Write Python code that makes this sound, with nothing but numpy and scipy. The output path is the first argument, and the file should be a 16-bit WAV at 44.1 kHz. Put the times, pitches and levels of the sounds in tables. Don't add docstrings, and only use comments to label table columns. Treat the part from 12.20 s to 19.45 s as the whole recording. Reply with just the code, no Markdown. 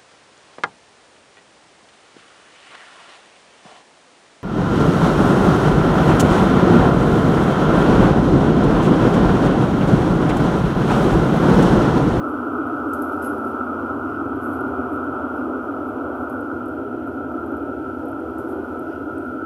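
import sys
import numpy as np
from scipy import signal
from scipy.fft import rfft, irfft
from scipy.io import wavfile
from scipy.ndimage import uniform_filter1d, map_coordinates

SR = 44100
rng = np.random.default_rng(int(sys.argv[2]) if len(sys.argv) > 2 else 0)


def file_out(sig):
    cols = np.atleast_2d(sig).T
    lim = np.clip(cols, -1, 1)
    pcm = np.round(lim * 32767).astype(np.int16)
    wavfile.write(sys.argv[1], SR, pcm)


N = 319725
TIME = np.arange(N) / SR
FREQ = np.maximum(np.arange(N // 2 + 1) * SR / N, 1)

# (time [s], speed [turns/s], weight of the drone's repeating part [0-1])
WHEEL_MOTION = [(0, 7.68, 0.61), (.6, 7.4, 1), (1.2, 6.37, 0), (2.2, 6.98, 0.4), (3.2, 6.4, 0.44),
                (5, 5.86, 0.19), (7.25, 5.64, 0.2)]
# (waves per turn [count], relative level [dB])
TREAD_WEAR = [(35, 0), (40, -1), (45, -3), (53, -11)]
# (centre time [s], drone lift [dB], roar lift [dB])
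ROUGH_STRETCHES = [(.38, 2.1, .5), (1.11, 2, 2), (2.52, 2, 1), (3.28, 3.5, 0.5), (5.86, 0, 2.5),
                   (6.33, 1.8, 1)]
# (frequency [Hz], width [Hz], gain [dB])
PANEL_MODES = [(191.6, 12, -21), (209.4, 32.4, -17.5), (253, 20.4, 0.5), (284, 29.4, 1), (316.7, 24.5, -1),
               (335, 31, -1), (380.1, 12.3, -2), (403.6, 32, -5)]
FLOOR_MODES = [(72.7, 11.3, -6.5), (83.5, 5.6, -0.5), (100, 15.6, -6), (125.2, 9.9, -8.5),
               (135.9, 10.6, -7.5)]
TROUGH_MODES = [(253.4, 22.6, 0.5), (289.5, 22, 0)]
BOGIE_MODES = [(450, 26, 1), (494.7, 20.6, 4), (561.5, 70, -2), (615, 61, 0), (694, 42, -2.5),
               (727.5, 45, -3.5), (799, 79, -5.5), (903, 45, -7), (992, 41, -7.5)]
RAIL_MODES = [(1306.5, 85, -4.5), (1328.3, 26, 0), (1363, 38, -2), (1406, 42, -5), (1438.7, 53, -4.5),
              (1485, 60, -11.5), (1543, 78, -20)]
# (time [s], level [dB])
BOOM_FADER = [(0, -44), (1.45, -44), (1.9, -39.5), (2.5, -39.5), (3.0, -41.5), (3.4, -46.5), (4, -43),
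              (4.9, -42.5), (6, -43), (7.25, -45)]
ROAR_FADER = [(0, -35.5), (1.3, -35), (2.1, -37), (2.6, -34), (3.2, -34.5), (3.9, -33), (4.7, -36),
              (5.9, -36.5), (6.6, -36), (7.25, -37)]
SONG_FADER = [(0, -32), (.5, -29.5), (1.5, -30), (2.15, -32.5), (2.7, -31.5), (3.2, -31.5), (3.7, -35.5),
              (4.15, -32), (4.6, -35.5), (6.6, -36.5), (7.25, -33.5)]
WALL_FADER = [(0, -33.5), (1.6, -35), (3.1, -35.5), (3.5, -38.5), (4.1, -37.5), (4.6, -46), (5.0, -48.5),
              (5.25, -41), (5.62, -56), (5.95, -45), (6.4, -43.5), (7.25, -59)]
AIR_FADER = [(0, -68), (1.1, -66.5), (1.7, -68.5), (3.3, -69.5), (4.9, -71), (6.6, -69), (7.25, -70.5)]
# (frequency [Hz], gain [dB])
RUMBLE_EQ = [(15, -18), (35, -20), (52, -5), (70, 2.5), (140, -6), (162, -14.5), (200, -11.5), (400, -30)]
WALL_EQ = [(400, -40), (700, 2.5), (900, 1), (1050, 2), (1130, 2), (1190, 5.5), (1250, 11.5), (1320, 3),
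           (1500, -6.5), (1600, -9), (1700, -41), (2000, -46)]
HISS_EQ = [(1200, -13), (1650, 8), (1850, 1), (2200, -1.5), (2470, 2.5), (2750, -0.5), (3150, 0),
           (3450, -6), (3800, -17), (5000, -32)]
FITTING_EQ = [(2000, -23), (4200, -13), (6000, -13), (7500, -7.5), (9300, -3), (10800, -3), (13000, -1),
              (14500, -7.5), (16000, -17.5)]
AIR_EQ = [(2500, -18.5), (3800, 1.5), (5900, 1.5), (6400, -2.5), (8200, -2), (10000, -2.5), (12500, -1.5),
          (14000, -6), (15700, -16.5)]
# (time [s], relative level [dB], decay [s], treble tilt [dB/octave])
CLICK_CUES = [(.466, -58, 0.0055, -4), (.733, -39.5, 0.0087, -1), (.819, -40, .007, 5),
              (0.92, -54, 0.014, -9), (1.021, -50, .012, -1), (1.657, -63, .005, 4),
              (2.157, -61, 0.0059, 6), (2.48, -60, .006, -7), (3.954, -64, 0.0079, 9),
              (4.096, -48, .004, -1), (5.119, -67, .008, 6), (5.855, -57, .004, 3), (6.181, -53, 0.019, 0)]
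# (frequency [Hz], gain [dB], t60 [s])
FITTING_MODES = [(6450, -11, .06), (8200, -10, .07), (9500, -3, .06), (10300, -14, .4), (11100, -8, .12),
                 (11510, -5, .1), (12500, -8, .14), (12860, -11, .16), (13550, -11, .07), (14900, -13, .08)]
# (time [s], relative level [dB], pitch [Hz])
CHIRP_CUES = [(.335, -64, 11300), (.692, -59, 10700), (1.028, -44, 10400), (1.184, -51, 10490),
              (1.252, -56, 10600), (1.315, -58, 10300), (2.41, -55.5, 11100), (2.846, -63, 11500),
              (4.21, -55, 11400), (4.46, -56, 11300), (4.484, -52, 11400), (4.876, -61, 11460),
              (5.264, -58, 11500), (5.322, -62, 11480), (5.37, -60, 11400), (5.887, -57, 11300),
              (5.918, -57, 11200), (6.002, -59, 11100), (6.11, -64, 11400), (6.596, -54, 11400),
              (6.98, -56, 9400), (6.984, -59, 10900), (7.057, -61, 11400)]
# (centre time [s], relative level [dB], half length [s], squeal send [dB])
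RUB_CUES = [(.1, -65, .03, -10), (.98, -68, .25, -7), (1.05, -47, 0.017, -8), (1.069, -52.5, .01, 4.5),
            (1.283, -58, 0.021, -15), (2.25, -56.5, 0.035, -11), (2.336, -59, 0.041, -18),
            (2.737, -62, 0.029, -9), (3.16, -67.5, .03, -9), (3.684, -66, .025, -10),
            (4.01, -69, 0.041, -7), (4.125, -68, .02, -7), (6.305, -61, .032, -12)]
# (centre time [s], half length [s], level [dB])
RASP_CUES = [(1.05, .05, -59.5), (1.92, .07, -62.5), (3.2, .07, -66), (6.72, .08, -62)]
# (frequency [Hz], width [Hz], gain [dB])
JOINT_MODES = [(10400, 110, -9.5), (11020, 170, 3), (11340, 220, -2.5), (12400, 150, -13)]
RASP_RESONANCES = [(2010, 230, -2), (2752, 450, 0), (5000, 350, -12), (5557, 450, -16)]
# (frequency [Hz], level [dB])
WHINE_TONES = [(4000, -88), (9200, -88.5), (10000, -96)]


def body_drone(sway_db=.6, trough_db=2):
    share = curves(WHEEL_MOTION)[1]
    drone_lift_db, _ = rough_rail()
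    shake = running(open_db=-29, walls_db=1.13, doubling_db=3.6) * undb(drone_lift_db + sway_db * walk(9))
    panels = rolling(PANEL_MODES, 1.15 * share)
    trough = rolling(TROUGH_MODES, share) * fader(WALL_FADER, trough_db)
    return shake * steady(panels + (trough + wear_chord()) / shake, .15)


def wear_chord(level_db=-34, hold_s=2.43, fade_db_per_s=15.5):
    phase = 2 * np.pi * wheel_turns()
    chord = sum(undb(db + 1.9 * walk(7)) * np.sin(waves * phase + .72 * walk(5.97))
                for waves, db in TREAD_WEAR)
    return unit(chord) * undb(level_db - fade_db_per_s * np.maximum(TIME - hold_s, 0))


def floor_boom(order=13, hum_hz=86.1, hum_width_hz=3, hum_db=1, rumble_db=-55.5):
    order_hz = order * curves(WHEEL_MOTION)[0]
    tone = np.sqrt(2) * np.sin(2 * np.pi * order * wheel_turns() + .5 * walk(3.6))
    hum = tone / (1 + ((order_hz - hum_hz) / hum_width_hz) ** 2)
    boom = steady(rolling(FLOOR_MODES, share=.33) + undb(hum_db) * hum, .14)
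    return boom * fader(BOOM_FADER, .54 * walk(9)) + eq_noise(RUMBLE_EQ) * undb(rumble_db)


def rail_song():
    song = sum(undb(db + 1.7 * walk(6)) * np.sqrt(width) * band(hz, width) for hz, width, db in RAIL_MODES)
    return steady(song, .24) * fader(SONG_FADER, .47 * walk(8) + .71 * walk(30))


def bogie_roar():
    _, roar_lift_db = rough_rail()
    roar = steady(rolling(BOGIE_MODES, share=.15), .27)
    return roar * fader(ROAR_FADER, roar_lift_db + .8 * walk(8))


def wall_roar():
    return eq_noise(WALL_EQ) * fader(WALL_FADER)


def rolling_hiss():
    return eq_noise(HISS_EQ) * running(open_db=-60, walls_db=1.9, doubling_db=2.2) * undb(.51 * walk(15))


def clicks(trim_db=-2.5, ring_db=-8, attack_s=.00084):
    out = np.zeros(N)
    spectrum = rfft(noise()) * colour(FITTING_EQ)
    octaves = np.log2(np.maximum(FREQ, 2000) / 10000)
    hz, mode_db, t60 = np.transpose(FITTING_MODES)[:, :, None]
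    for s, db, decay, tilt_db in CLICK_CUES:
        near = (TIME > s) & (TIME < s + .5)
        age = TIME[near] - s
        crack = unit(irfft(spectrum * undb(tilt_db * octaves), N))[near] * np.exp(-age / decay)
        strength, detune = rng.standard_normal((2, len(hz), 1))
        envelopes = undb(mode_db + 2 * strength + tilt_db * np.log2(hz / 10000) - 60 * age / t60)
        ring = (envelopes * np.sin(2 * np.pi * hz * (1 + .001 * detune) * age)).sum(0)
        attack = 1 - np.exp(-age / attack_s)
        out[near] += undb(db + trim_db) * attack * (crack + undb(ring_db) * ring)
    return out


def chirps(trim_db=-5.5, half_s=.0039, lower_hz=8270, lower_db=-8, spray_db=-9):
    out = np.zeros(N)
    roughness = band(0, width_hz=850)
    lower = undb(lower_db) * band(lower_hz, width_hz=350)
    spray = undb(spray_db) * eq_noise(FITTING_EQ)
    for s, db, hz in CHIRP_CUES:
        upper = roughness * np.sin(2 * np.pi * hz * (TIME - s))
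        out += undb(db + trim_db) * swell(s, half_s) * (upper + lower + spray)
    return out


def rubs(trim_db=-4.5, squeal_lift_db=1):
    grain = undb(2.8 * walk(350))
    scrape = unit(grain * eq_noise(FITTING_EQ))
    squeal = undb(squeal_lift_db) * steady(shaped(noise(), resonances(JOINT_MODES)), .02)
    return sum(undb(db + trim_db) * swell(s, half_s) * (scrape + undb(send_db) * squeal)
               for s, db, half_s, send_db in RUB_CUES)


def rasps():
    scrape = shaped(noise(), resonances(RASP_RESONANCES)) * undb(1.5 * walk(60))
    return scrape * sum(undb(db) * swell(s, half_s) for s, half_s, db in RASP_CUES)


def air_hiss():
    return eq_noise(AIR_EQ) * fader(AIR_FADER, .45 * walk(13))


def converter_whine():
    return sum(np.sqrt(2) * undb(db + 1.4 * walk(4)) * np.sin(2 * np.pi * hz * TIME + .3 * walk(12))
               for hz, db in WHINE_TONES)


def cab_reverb(x, t60=.4, wet_db=-8, predelay_s=.004):
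    tail = noise() * undb(-60 * TIME / t60) * (TIME > predelay_s)
    return x + undb(wet_db) * signal.fftconvolve(x, tail / np.sqrt(np.sum(tail ** 2)))[:N]


def rolling(modes, share, points=1024):
    gain, share = resonances(modes), np.clip(share, 0, 1)
    contact = wheel_turns() % 1 * points
    tread = map_coordinates(rng.standard_normal(points), [contact], order=3, mode="grid-wrap")
    return np.sqrt(share) * shaped(tread, gain) + np.sqrt(1 - share) * shaped(noise(), gain)


def running(open_db, walls_db, doubling_db, walls_sink_s=(3.03, 4.1)):
    speed = curves(WHEEL_MOTION)[0]
    enclosed = np.interp(TIME, walls_sink_s, [1, 0])
    return undb(open_db + walls_db * enclosed + doubling_db * np.log2(speed / speed[-1]))


def rough_rail(half_s=.072):
    return sum(np.outer(lifts_db, swell(s, half_s)) for s, *lifts_db in ROUGH_STRETCHES)


def wheel_turns():
    return np.cumsum(curves(WHEEL_MOTION)[0]) / SR


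def undb(db):
    return 10 ** (np.asarray(db) / 20)


def unit(x):
    return x / np.sqrt(np.mean(x ** 2))


def curves(table):
    s, *columns = np.transpose(table)
    return [np.interp(TIME, s, c) for c in columns]


def fader(table, offset_db=0):
    return undb(curves(table)[0] + offset_db)


def swell(centre_s, half_s):
    return np.exp(-((TIME - centre_s) / half_s) ** 2)


def noise():
    return rng.standard_normal(N)


def shaped(x, gain):
    return unit(irfft(rfft(x) * gain, N))


def colour(points):
    hz, db = np.transpose(points)
    return undb(np.interp(np.log(FREQ), np.log(hz), db)) * np.minimum(hz[-1] / FREQ, 1) ** 2


def resonances(modes):
    return np.sqrt(sum(undb(db) ** 2 / (1 + ((FREQ - hz) / width) ** 2) ** 4 for hz, width, db in modes))


def eq_noise(points):
    return shaped(noise(), colour(points))


def band(hz, width_hz):
    return shaped(noise(), resonances([(hz, width_hz, 0)]))


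def steady(x, seconds):
    return x / np.sqrt(uniform_filter1d(x ** 2, max(int(seconds * SR), 1)) + 1e-18)


def walk(rate_hz):
    hold = int(SR / rate_hz)
    steps = np.repeat(rng.standard_normal(N // hold + 1), hold)
    return unit(uniform_filter1d(uniform_filter1d(steps, hold), hold)[:N])


def scene():
    ride = body_drone() + floor_boom() + rail_song() + bogie_roar() + wall_roar() + rolling_hiss()
    fittings = cab_reverb(clicks() + chirps() + rubs() + rasps())
    return (ride + fittings + air_hiss() + converter_whine())[None]


def record(dry, port_hz=11350, port_width_hz=650, port_db=8.5, top_hz=15600):
    ring = signal.lfilter(*signal.iirpeak(port_hz, port_hz / port_width_hz, fs=SR), dry)
    high_cut = signal.ellip(10, .1, 80, top_hz, fs=SR, output="sos")
    return signal.sosfilt(high_cut, dry + (undb(port_db) - 1) * ring)


dry = scene()
out = record(dry)
file_out(out)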